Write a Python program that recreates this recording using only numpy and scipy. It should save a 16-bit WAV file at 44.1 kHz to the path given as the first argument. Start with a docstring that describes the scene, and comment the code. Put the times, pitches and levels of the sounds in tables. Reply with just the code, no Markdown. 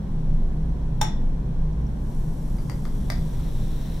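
"""Vinegar on baking soda

A small room, low ventilation rumble, a stereo microphone with a hand-held glass beaker slightly left.
The pouring cylinder clinks on the rim, a few drops ping, and bursting bubbles make a fine fizz that
deepens as the foam climbs. The cylinder ticks lightly against the beaker before it is lifted away."""
import sys
import numpy as np
from scipy import signal
from scipy.fft import rfft, irfft, next_fast_len
from scipy.io import wavfile

SR = 44100
rng = np.random.default_rng(int(sys.argv[2]) if len(sys.argv) > 2 else 0)


def put_to_file(sound):
    """Save the sound as 16-bit audio at rate SR, in the file named by the first command-line argument."""
    columns = np.atleast_2d(sound).T  # one column per channel
    safe = np.clip(columns, -1, 1)
    whole_steps = np.round(safe * 32767)
    wavfile.write(sys.argv[1], SR, whole_steps.astype(np.int16))


N = 176400

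# room tone, spectra of the air and of the deep rumble: f/Hz, relative level/dB
AIR_COLOUR = [(120, -28), (250, -1), (400, -5), (680, -12.5), (1030, -15), (1280, -26), (1570, -24),
              (2050, -30.5), (2800, -34.5), (3300, -31.5), (4100, -37.5), (4750, -40.5), (5400, -39.5),
              (6600, -43.5), (8800, -44.5), (11000, -45.5), (12200, -49.5), (12700, -49), (15500, -53)]
RUMBLE_COLOUR = [(4, -14), (10, -0.5), (30, 3.5), (45, 0.5), (75, -8.5), (110, -9.5), (200, -13),
                 (260, -16.5), (330, -30), (600, -120)]
# steady room rumble, with low handling bumps at the clink and the loudest tick: t/s, level/dB
RUMBLE_AND_BUMPS = [(0, -29.5), (.85, -29.5), (1.05, -28), (1.4, -29.5), (2.88, -29), (3.04, -23),
                    (3.2, -27.5), (4, -30)]
# room modes driven by the ventilation: f/Hz, half-width/Hz, level/dB
ROOM_MODES = [(22.44, 1.24, -25.5), (55.35, 1.73, -33), (126.6, 3.1, -37), (157.55, 5.3, -36.5),
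              (196.95, 1.6, -44.5), (211, 28, -45.5)]
# steady fan tones: f/Hz, level/dB
FAN_TONES = [(154.7, -39.5), (239.7, -64)]
# reverberation of the room: f/Hz, t60/s
ROOM_DECAY = [(200, 0.91), (900, 0.37), (2000, 0.32), (3500, 0.37), (6000, 0.28), (9000, 0.22),
              (15000, 0.15)]
# hollow colour of room noise and fizz at the microphone: f/Hz, width/Hz, boost/dB
MIC_HOLLOWS = [(4160, 210, 3.5), (5770, 320, 6.5), (7560, 370, 4), (9640, 300, 4), (11800, 280, 6)]
# likeness of left and right, for room noise and for fizz: f/Hz, correlation
AIR_LIKENESS = [(30, 1), (120, 0.98), (200, 0.94), (300, 0.66), (640, 0.11), (1400, 0.23), (3100, 0.017)]
FIZZ_LIKENESS = [(900, 0.48), (2400, 0.48), (6000, 0.69), (15000, 0.27)]

# cylinder on the rim, a graze and then the blow: t/s, level/dB
RIM_CONTACTS = [(1.012, -29.5), (1.0141, -16.5)]
# ring of the beaker: f/Hz, relative level/dB, t60/s
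BEAKER_MODES = [(850.6, -6.5, 0.11), (892, 0.5, 0.022), (1290, -12.5, 0.037), (1565, -25.5, 0.25),
                (1884, -27.5, 0.47), (3450, -25, 0.3), (3620, -5, 0.02), (3610, -15, 0.081),
                (4500, -16, .012), (5346, -32, 0.37), (5420, -27, 0.29), (5610, 0, 0.014),
                (5676, -8, 0.032), (6850, -5, 0.015), (8350, -18, 0.025), (10000, -16.5, 0.034),
                (14400, -16, .016)]
# spectrum of the clink's crack: f/Hz, relative level/dB
CLINK_COLOUR = [(300, -10), (850, 0.5), (1500, -1.5), (2200, 5), (2700, -4), (3500, 1), (4500, -10.5),
                (5600, -2), (7000, -1.5), (11500, -19), (15000, -9)]
# the clink's echo off a nearby wall: delay/s, relative level/dB
CLINK_ECHO = [(.0131, -14)]
# drops landing in the beaker: t/s, f/Hz, level/dB
DROP_PINGS = [(1.7294, 5900, -55), (1.8677, 5700, -50.5), (2.1151, 4260, -54)]

# rise of the fine fizz and of the coarser foam: t/s, level/dB
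FIZZ_RISE = [(1.75, -77), (1.97, -68), (2.12, -60), (2.6, -59), (3.05, -57.5), (3.5, -56.5), (4, -56.5)]
FOAM_RISE = [(2.1, -76), (2.7, -70), (3.1, -59.5), (3.45, -55.5), (3.8, -53), (4, -53)]
# their spectra: f/Hz, relative level/dB
FIZZ_SPECTRUM = [(500, -38), (2000, -5), (4500, 2), (6000, 4), (8000, 4), (10000, 5.5), (11000, 0.5),
                 (13000, 4.5), (14200, 3), (15500, -23)]
FOAM_SPECTRUM = [(200, -25), (600, 1), (1200, -2), (1900, 0), (2600, -5), (3300, 0.5), (3900, 0),
                 (4350, -8.5), (5600, -7), (7000, -29), (10000, -28), (15000, -9.5)]
# resonance of the air above the foam: t/s, f/Hz, level/dB
CAVITY_RISE = [(2.5, 3140, -76), (3.05, 3370, -65.5), (3.5, 3600, -66), (3.85, 3700, -61), (4, 3820, -63)]

# light touches of the cylinder: t/s, level/dB, relative ping level/dB, body f/Hz, relative body level/dB
TOUCHES = [(2.5848, -47, 2, 1330, 2), (2.6973, -33.5, -2.5, 1470, -4), (2.8529, -39.5, -7, 1280, 5),
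           (3.101, -23, -10.5, 1150, -5), (3.3994, -50, -20, 1300, 7)]
# their damped ring: f/Hz, relative level/dB, t60/s
TICK_MODES = [(617, -2, 0.016), (986, 3, 0.01), (1594, -7.5, 0.016), (2025, 3, 0.011),
              (2335, -19.5, 0.0056), (3570, -10, 0.013), (4870, -3, 0.0091), (5500, -3.5, 0.0077),
              (8330, -9.5, 0.0096), (9200, -9, 0.008)]
# spectrum of a tick's crack: f/Hz, relative level/dB
TICK_COLOUR = [(300, 4), (1100, 3.5), (2200, -8), (2800, -8.5), (4600, -4.5), (7000, -10.5), (9000, -32),
               (10700, -13), (13000, -12), (15500, -18)]
# a tick's echo off a nearby wall: delay/s, relative level/dB
TICK_ECHO = [(.0195, -10.5)]


def amp(db):
    """Decibels to gain."""
    return 10 ** (np.asarray(db) / 20)


def unit(x):
    """Scale to rms 1."""
    return x / np.sqrt(np.mean(x ** 2) + 1e-20)


def along(points, hz):
    """Interpolate (f/Hz, value) points on a log frequency axis."""
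    f, values = np.transpose(points)
    return np.interp(np.log(hz + 1), np.log(f + 1), values)


def spectrum(points):
    """Gain as a function of frequency, from (f/Hz, level/dB) points."""
    return lambda hz: amp(along(points, hz))


def fader(points):
    """Gain per sample from (t/s, level/dB) points, silent before the first."""
    times, db = np.transpose(points)
    return amp(np.interp(np.arange(N) / SR, times, db, left=-120))


def filtered(x, response):
    """Filter x by a gain that is a function of frequency."""
    n = x.shape[-1]
    padded = next_fast_len(n + 8192)
    return irfft(rfft(x, padded) * response(np.fft.rfftfreq(padded, 1 / SR)), padded)[..., :n]


def pan(left_db):
    """Channel gains for a source that is left_db louder on the left."""
    return np.sqrt(amp([[left_db], [-left_db]]))


def add(out, start_s, x):
    """Mix x into out at start_s."""
    i = round(start_s * SR)
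    out[:, i:i + x.shape[-1]] += x[..., :N - i]


def diffuse(pair, colour, likeness):
    """Two unrelated signals, coloured and blended into a stereo field at the microphone, rms 1."""
    def response(hz):
        angle = np.arccos(np.clip(along(likeness, hz), -1, 0.998)) / 2
        hollow_db = sum(db * np.exp(-0.5 * ((hz - f) / width) ** 2) for f, width, db in MIC_HOLLOWS)
        return colour(hz) * amp(hollow_db) * np.array([np.cos(angle), np.sin(angle)])
    mid, side = filtered(pair, response)
    return unit(np.array([mid + side, mid - side]))


def room_tone_and_handling():
    """Steady ventilation air, rumble, room modes and fan tones, with two low handling bumps."""
    def noise(colour):
        return diffuse(rng.standard_normal((2, N)), colour, AIR_LIKENESS)
    t = np.arange(N) / SR
    drone = sum(amp(db) * noise(lambda hz: 1 / (1 + ((hz - f) / width) ** 2))
                for f, width, db in ROOM_MODES)
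    hum = sum(amp(db) * np.sqrt(2) * np.sin(2 * np.pi * (hz * t + rng.random())) for hz, db in FAN_TONES)
    air = amp(-42.5) * noise(spectrum(AIR_COLOUR))
    rumble = fader(RUMBLE_AND_BUMPS) * noise(spectrum(RUMBLE_COLOUR))
    return air + rumble + drone + hum


def in_room(x, wet_db, echoes=()):
    """A short sound reaches the microphone directly, off the walls and as a diffuse tail."""
    noise = rng.standard_normal((2, SR // 2)) + 0.43 * rng.standard_normal(SR // 2)
    hz, t, bands = signal.stft(noise, SR, nperseg=256)
    decay = amp(-60 * t / along(ROOM_DECAY, hz)[:, None])
    onset = 1 - np.exp(-t / 0.001)
    tail = signal.istft(bands * decay * onset, SR, nperseg=256)[1]
    response = amp(wet_db) * tail / np.linalg.norm(tail[0])
    response[:, 0] += 1  # direct path
    for delay_s, db in echoes:
        response[:, round(delay_s * SR)] += amp(db)
    return signal.fftconvolve(x, response, axes=1)


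def strike(modes, crack_colour, crack_db, crack_t60_s, blur_hz=14):
    """One contact on glass: a brief crack and slightly unsteady modes, each channel in its own phase."""
    t = np.arange(SR // 3) / SR
    ring = np.zeros((2, len(t)))
    for hz, db, t60 in modes:
        phase = 2 * np.pi * (hz * t + rng.random())
        drift = np.cumsum(rng.standard_normal(len(t))) * np.sqrt(2 * np.pi * blur_hz / SR)
        mic_phase = rng.normal(0, 0.62, (2, 1))
        ring += amp(db - 60 * t / t60) * np.sin(phase + drift + mic_phase)
    noise = rng.standard_normal(len(t)) + 1.08 * rng.standard_normal((2, len(t)))
    crack = amp(crack_db - 60 * t / crack_t60_s) * unit(filtered(noise, spectrum(crack_colour)))
    attack = 1 - np.exp(-t / 0.00033)
    return (ring + crack) * attack


def clink(shudder_hz=23, shudder_db=-12.5, shudder_t60_s=0.39):
    """Left of centre, the cylinder lands on the rim and rings the beaker, over a deep shudder."""
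    out, t = np.zeros((2, N)), np.arange(SR) / SR
    for start_s, db in RIM_CONTACTS:
        contact = strike(BEAKER_MODES, CLINK_COLOUR, crack_db=-1, crack_t60_s=0.021)
        add(out, start_s, amp(db) * in_room(contact, wet_db=-3.5, echoes=CLINK_ECHO) * pan(left_db=3))
    shudder = amp(shudder_db - 60 * t / shudder_t60_s) * np.sin(2 * np.pi * shudder_hz * t)
    add(out, RIM_CONTACTS[-1][0], shudder)
    return out


def drops(t60_s=0.022):
    """The first drops land with tiny high pings, close-sounding, with little room on them."""
    out, t = np.zeros((2, N)), np.arange(SR // 8) / SR
    for start_s, hz, db in DROP_PINGS:
        drift = 0.08 * np.cumsum(rng.standard_normal(len(t)))
        ping = amp(db - 60 * t / t60_s) * np.sin(2 * np.pi * hz * t + drift)
        add(out, start_s, in_room(ping * pan(left_db=2.5), wet_db=-13))
    return out


def bubbles(colour, per_s, spread_db):
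    """A dense rain of bursting bubbles, each an impulse of random size, rms 1."""
    bursts = rng.random((2, N)) < per_s / SR
    sizes = rng.standard_normal((2, N))
    unevenness = amp(spread_db * np.clip(rng.standard_normal((2, N)), -2, 2))
    return diffuse(bursts * sizes * unevenness, colour, FIZZ_LIKENESS)


def fizz():
    """In the beaker fine bubbles hiss first; coarser ones join as the foam climbs."""
    fine = fader(FIZZ_RISE) * bubbles(spectrum(FIZZ_SPECTRUM), per_s=15000, spread_db=3)
    coarse = fader(FOAM_RISE) * bubbles(spectrum(FOAM_SPECTRUM), per_s=5000, spread_db=2)
    return (fine + coarse) * pan(left_db=2.5)


def cavity(width_hz=230):
    """Bursting foam rings the air space in the beaker, higher as the space shrinks."""
    times, centre_hz, db = np.transpose(CAVITY_RISE)
    bursts = bubbles(np.ones_like, per_s=3100, spread_db=0)
    hz, t, bands = signal.stft(bursts, SR, nperseg=512)
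    resonance = np.exp(-0.5 * ((hz[:, None] - np.interp(t, times, centre_hz)) / width_hz) ** 2)
    ring = signal.istft(bands * resonance, SR, nperseg=512)[1][:, :N]
    return fader(np.transpose([times, db])) * unit(ring) * pan(left_db=2.5)


def ticks(ping_hz=4720, ping_t60_s=0.017, body_t60_s=0.02):
    """The cylinder touches the beaker: a damped ring with a high ping and a dull body."""
    out = np.zeros((2, N))
    for start_s, db, ping_db, body_hz, body_db in TOUCHES:
        modes = list(TICK_MODES) + [(ping_hz, ping_db, ping_t60_s), (body_hz, body_db, body_t60_s)]
        contact = strike(modes, TICK_COLOUR, crack_db=0.5, crack_t60_s=0.014)
        add(out, start_s, amp(db) * in_room(contact, wet_db=-2, echoes=TICK_ECHO))
    return out * pan(left_db=2.5)


def scene():
    """Room tone and the beaker, as heard from the microphone position."""
    return room_tone_and_handling() + clink() + drops() + fizz() + cavity() + ticks()


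def record(dry):
    """The recorder falls off steeply at its band limit."""
    top_hz = 15650
    return filtered(dry, lambda hz: 1 / np.sqrt(1 + (hz / top_hz) ** 160))


dry = scene()
out = record(dry)
put_to_file(out)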